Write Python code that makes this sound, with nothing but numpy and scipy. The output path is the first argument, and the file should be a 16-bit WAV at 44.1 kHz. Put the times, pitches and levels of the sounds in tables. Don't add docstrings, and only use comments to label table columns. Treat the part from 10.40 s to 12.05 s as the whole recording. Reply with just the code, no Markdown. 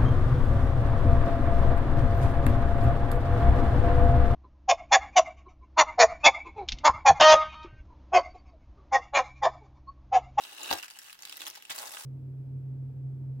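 import sys
import numpy as np
from scipy import signal
from scipy.fft import rfft, irfft
from scipy.io import wavfile

SR = 44100
rng = np.random.default_rng(int(sys.argv[2]) if len(sys.argv) > 2 else 0)


def dump(signal):
    limited = np.clip(np.atleast_2d(signal).T, -1, 1)
    pcm = np.round(limited * 32767).astype(np.int16)
    wavfile.write(sys.argv[1], SR, pcm)


N = 72765

# (frequency [Hz], correlation [-1 to 1])
LEFT_RIGHT_LIKENESS = [(100, 0.7), (500, 0.12), (6000, 0)]
# (frequency [Hz], relative level [dB])
AIR_COLOUR = [(70, -8), (200, -5), (15500, -15.5)]
# (time [s], level [dB])
PEEL_LEVEL = [(0, -46.5), (.095, -59), (.122, -48.5), (.155, -56.5), (.175, -45.5), (.226, -47.5),
              (.288, -39.5), (.305, -36), (.318, -36.5), (.326, -35.5), (.338, -40.5), (.365, -52.5)]
TUG_LEVEL = [(0, -52.5), (.17, -53), (.39, -44.5), (.415, -52.5), (.445, -45.5), (.465, -57.5), (.63, -53),
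             (.745, -54.5), (.765, -64)]
LIFT_LEVEL = [(.797, -62.5), (.81, -51), (.865, -53), (.89, -48.5), (.955, -51.5), (.995, -48.5),
              (1.012, -41.5), (1.048, -48), (1.072, -38), (1.095, -50.5), (1.138, -55), (1.156, -44),
              (1.205, -61), (1.28, -59)]
FLIP_LEVEL = [(1.291, -64), (1.297, -41), (1.314, -39), (1.326, -47.5)]
FOLD_LEVEL = [(1.293, -65), (1.298, -44), (1.345, -48.5), (1.378, -35.5), (1.41, -44), (1.455, -46),
              (1.47, -42), (1.505, -45.5), (1.65, -45.5)]
BILLOW_LEVEL = [(1.365, -53.5), (1.44, -47), (1.48, -50.5), (1.50, -62)]
# (frequency [Hz], relative level [dB])
PEEL_COLOUR = [(170, -28), (300, 0), (750, 1.5), (1500, 3.5), (2200, -10), (2850, 10.5), (3200, -2.5),
               (3900, 8), (4500, -3), (15500, -11.5)]
CREASE_COLOUR = [(220, -23), (1600, 1.5), (2200, -1.5), (2800, 5.5), (3400, -1), (8000, -4), (15500, -9)]
LIFT_COLOUR = [(170, -35), (320, -5.5), (800, -4.5), (1900, 0.5), (3900, 1), (15500, -11)]
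FLIP_COLOUR = [(200, -22.5), (700, -5.5), (3300, -1), (5200, -7), (15500, -18.5)]
FOLD_COLOUR = [(200, -25), (550, -1.5), (8400, 0), (15500, -6.5)]
BILLOW_COLOUR = [(200, -23.5), (620, -1), (1200, -2.5), (6000, -15)]
BOX_MODES = [308, 352.5, 555, 690, 750, 809.6, 872, 1005.5, 1159, 1283, 1617]
# (time [s], level [dB], tilt [dB per octave], ring of the buckling facet [Hz])
CREASE_SNAPS = [(0.0373, -39, 1.5, 3570), (0.0508, -41, -1.5, 8550), (0.232, -34, 3, 7000),
                (0.2902, -38, -3, 3900), (0.3342, -29, 4, 5800), (0.3851, -39.5, -1, 5250),
                (0.429, -36.5, -0.5, 2570), (0.4339, -37, -3, 1330), (0.482, -43.5, -0.5, 2300),
                (0.502, -43, -0.5, 3040), (0.509, -43, -1, 4800), (0.5889, -39, 2.5, 7900),
                (0.6974, -44, -3.5, 2630), (.729, -41.5, 0.5, 11900), (0.7911, -47, -2, 5100),
                (0.8231, -40, 2, 6270), (0.8523, -36, 1.5, 4070), (0.896, -38, 2, 4800),
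                (0.9256, -36, 0, 3740), (.97, -37, 3, 13800), (1.0179, -39, -1, 7100),
                (1.0671, -32.5, 3.5, 3450), (1.081, -35.5, 5, 13400), (1.1007, -36.5, 5, 6000),
                (1.224, -44, -0.5, 13400), (1.2526, -43, -0.5, 6000), (1.3078, -33, -4, 3500),
                (1.3613, -36.5, 7.5, 1900), (1.4217, -40, 4, 900), (1.5708, -36.5, -9.5, 3300)]
# (time [s], level [dB], tilt [dB per octave])
SEAL_POPS = [(0.3118, -21.5, -.5), (0.3148, -32, 5), (.328, -21, -0.5)]
# (frequency [Hz], relative level [dB])
POP_COLOUR = [(40, -38), (350, -6.5), (760, 12.5), (2100, -3.5), (3900, 1), (5000, -3), (6200, -1.5),
              (7400, -16), (10500, -12.5), (12500, -6), (15500, -14)]

AIR_DB = -67.5
CRACKLES_PER_S = 380
FLUTTER_DB, FLUTTER_HZ = 1.5, 59.54
VOLLEY_LEAD_S, VOLLEY_RISE_S, VOLLEY_SHAPE = .0015, .0008, 1.02
RUSTLE_PATCHY_DB, SNAP_PATCHY_DB, PATCH_HZ = 5.5, 3.5, 894
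FACET_DB, FACET_OCTAVES = 9.5, 0.14
BOX_T60_S = 0.12
BOX_POP_DB, BOX_RUSTLE_DB = -8, -20
POP_DECAY_S, POP_SCATTER_DB, POP_LAG_S = .0009, 5, .00004
THUMP_S, THUMP_HZ, THUMP_DB, THUMP_SWELL_S = .318, 84.3, -51, 0.015
ROOM_DB, ROOM_T60_S, ROOM_TREBLE_T60_S = -13, 0.21, 0.087
EARLY_DB, EARLY_S = -5.5, 0.0055
TOP_HZ = 16100


def undb(db):
    return 10 ** (np.asarray(db) / 20)


def unit(x):
    return x / np.sqrt(np.mean(x ** 2))


def energy(x):
    return x / np.sqrt(np.sum(x ** 2, axis=-1, keepdims=True))


def t60_decay(t, t60_s):
    return np.exp(-np.log(1000) * t / t60_s)


def over_hz(points, size):
    hz, value = np.array(points, float).T
    bin_hz = np.fft.rfftfreq(size, 1 / SR)
    return np.interp(np.log(bin_hz + 1), np.log(hz), value)


def response(colour, tilt=0, ring_hz=None, size=2048):
    bins = np.arange(size // 2 + 1)
    db = over_hz(colour, size) + tilt * np.log2(np.maximum(bins, size // 28))
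    if ring_hz:
        octaves_off = np.log2((bins * SR / size + 1) / ring_hz)
        db = db + FACET_DB * np.exp(-.5 * (octaves_off / FACET_OCTAVES) ** 2)
    cepstrum = irfft(np.log(undb(db)))
    cepstrum[1:size // 2] *= 2
    cepstrum[size // 2 + 1:] = 0
    return energy(irfft(np.exp(rfft(cepstrum))))


def through(x, ir):
    return signal.fftconvolve(x, np.atleast_2d(ir), axes=-1)[:, :x.shape[1]]


def add(out, start_s, x):
    i = int(np.clip(start_s * SR, 0, N - 1))
    out[:, i:i + x.shape[1]] += x[:, :N - i]


def strike(db, x):
    return undb(db) * energy(x) * np.sqrt(SR * .0025)


def stereo(x):
    size = x.shape[1]
    likeness = np.clip(over_hz(LEFT_RIGHT_LIKENESS, size), -1, 1)
    mid, side = rfft(x) * np.sqrt([(1 + likeness) / 2, (1 - likeness) / 2])
    return irfft(np.array([mid + side, mid - side]), size)


def walk(hz):
    points = rng.standard_normal(N)
    return unit(np.interp(np.arange(N) / SR * hz, np.arange(N), points))


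def still_air():
    noise = stereo(rng.standard_normal((2, N)))
    return undb(AIR_DB) * unit(through(noise, response(AIR_COLOUR)))


def buckles(count, patchy_db, size=512):
    age = np.maximum(np.arange(size) / SR - VOLLEY_LEAD_S, 0) / VOLLEY_RISE_S
    chance = rng.standard_normal((count, 3, size))
    volleys = chance[:, :2] * (age * np.exp(-age)) ** VOLLEY_SHAPE
    place = np.fft.rfftfreq(size, 1 / SR) / PATCH_HZ
    patches = np.array([np.interp(place, np.arange(size), row) for row in chance[:, 2]])
    return energy(irfft(rfft(volleys) * undb(patchy_db * patches)[:, None]))


def crackles(spread_db=2.5, count=1600):
    gap, strength = rng.exponential(size=(count, 2)).T
    times = np.cumsum(gap) / CRACKLES_PER_S
    strength = np.minimum(strength, 3.5)
    out = np.zeros((2, N))
    for time_s, power, grain in zip(times, strength, buckles(count, RUSTLE_PATCHY_DB)):
        if time_s < N / SR:
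            add(out, time_s, undb(spread_db * power) * grain)
    return out


def rustle(curve, colour, slide_db):
    slide = rng.standard_normal((2, N)) * undb(FLUTTER_DB * walk(FLUTTER_HZ))
    mix = unit(crackles()) + undb(slide_db) * unit(slide)
    paper = unit(through(stereo(mix), response(colour)))
    times, db = np.array(curve).T
    t = np.arange(N) / SR
    outside_s = np.maximum(times[0] - t, 0) + np.maximum(t - times[-1], 0)
    return paper * undb(np.interp(t, times, db)) * np.exp(-outside_s / 0.033)


def box():
    t = np.arange(N // 3) / SR
    ring = sum(np.sin(2 * np.pi * hz * t + rng.standard_normal((2, 1))) for hz in BOX_MODES)
    return energy(ring * t60_decay(t, BOX_T60_S))


def snaps():
    out = np.zeros((2, N))
    volleys = buckles(len(CREASE_SNAPS), SNAP_PATCHY_DB, size=2048)
    for (time_s, db, tilt, ring_hz), volley in zip(CREASE_SNAPS, volleys):
        snap = through(stereo(volley), response(CREASE_COLOUR, tilt, ring_hz))
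        add(out, time_s - VOLLEY_LEAD_S - VOLLEY_RISE_S, strike(db, snap))
    return out


def pop(tilt):
    click = response(POP_COLOUR, tilt)
    t = np.arange(len(click)) / SR
    late_click = np.interp(t - POP_LAG_S, t, click, left=0)
    fibres = energy(rng.standard_normal((2, len(t))) * np.exp(-t / POP_DECAY_S))
    return np.array([click, late_click]) + undb(POP_SCATTER_DB) * through(fibres, click)


def thump():
    t = np.arange(N // 2) / SR
    age = t / THUMP_SWELL_S
    swell = (age * np.exp(1 - age)) ** 2
    return undb(THUMP_DB) * np.atleast_2d(np.sin(2 * np.pi * THUMP_HZ * t) * swell)


def seal():
    out = np.zeros((2, N))
    for time_s, db, tilt in SEAL_POPS:
        add(out, time_s, strike(db, pop(tilt)))
        add(out, time_s, strike(db + BOX_POP_DB, box()))
    add(out, THUMP_S, thump())
    return out


def room(x):
    t = np.arange(N // 3) / SR
    early, low, high = rng.standard_normal((3, 2, len(t)))
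    low = signal.sosfilt(signal.butter(2, 4000, fs=SR, output="sos"), low)
    high = signal.sosfilt(signal.butter(2, 4000, "high", fs=SR, output="sos"), high)
    tail = low * t60_decay(t, ROOM_T60_S) + high * t60_decay(t, ROOM_TREBLE_T60_S)
    tail = tail * (t > .005)
    early = early * np.exp(-t / EARLY_S) * (t > .001)
    return x + through(x, undb(EARLY_DB) * energy(early) + undb(ROOM_DB) * energy(tail))


def scene():
    sheet = rustle(PEEL_LEVEL, PEEL_COLOUR, slide_db=-6)
    sheet += rustle(TUG_LEVEL, CREASE_COLOUR, slide_db=-8)
    sheet += rustle(LIFT_LEVEL, LIFT_COLOUR, slide_db=-10.5)
    sheet += rustle(FLIP_LEVEL, FLIP_COLOUR, slide_db=-2)
    sheet += rustle(FOLD_LEVEL, FOLD_COLOUR, slide_db=-7)
    sheet += rustle(BILLOW_LEVEL, BILLOW_COLOUR, slide_db=-4)
    stirred_box = undb(BOX_RUSTLE_DB) * through(sheet, box())
    paper = sheet + stirred_box + snaps() + seal()
    return room(paper) + still_air()


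def record(dry):
    return signal.sosfilt(signal.ellip(10, .2, 80, TOP_HZ, fs=SR, output="sos"), dry)


dry = scene()
out = record(dry)
dump(out)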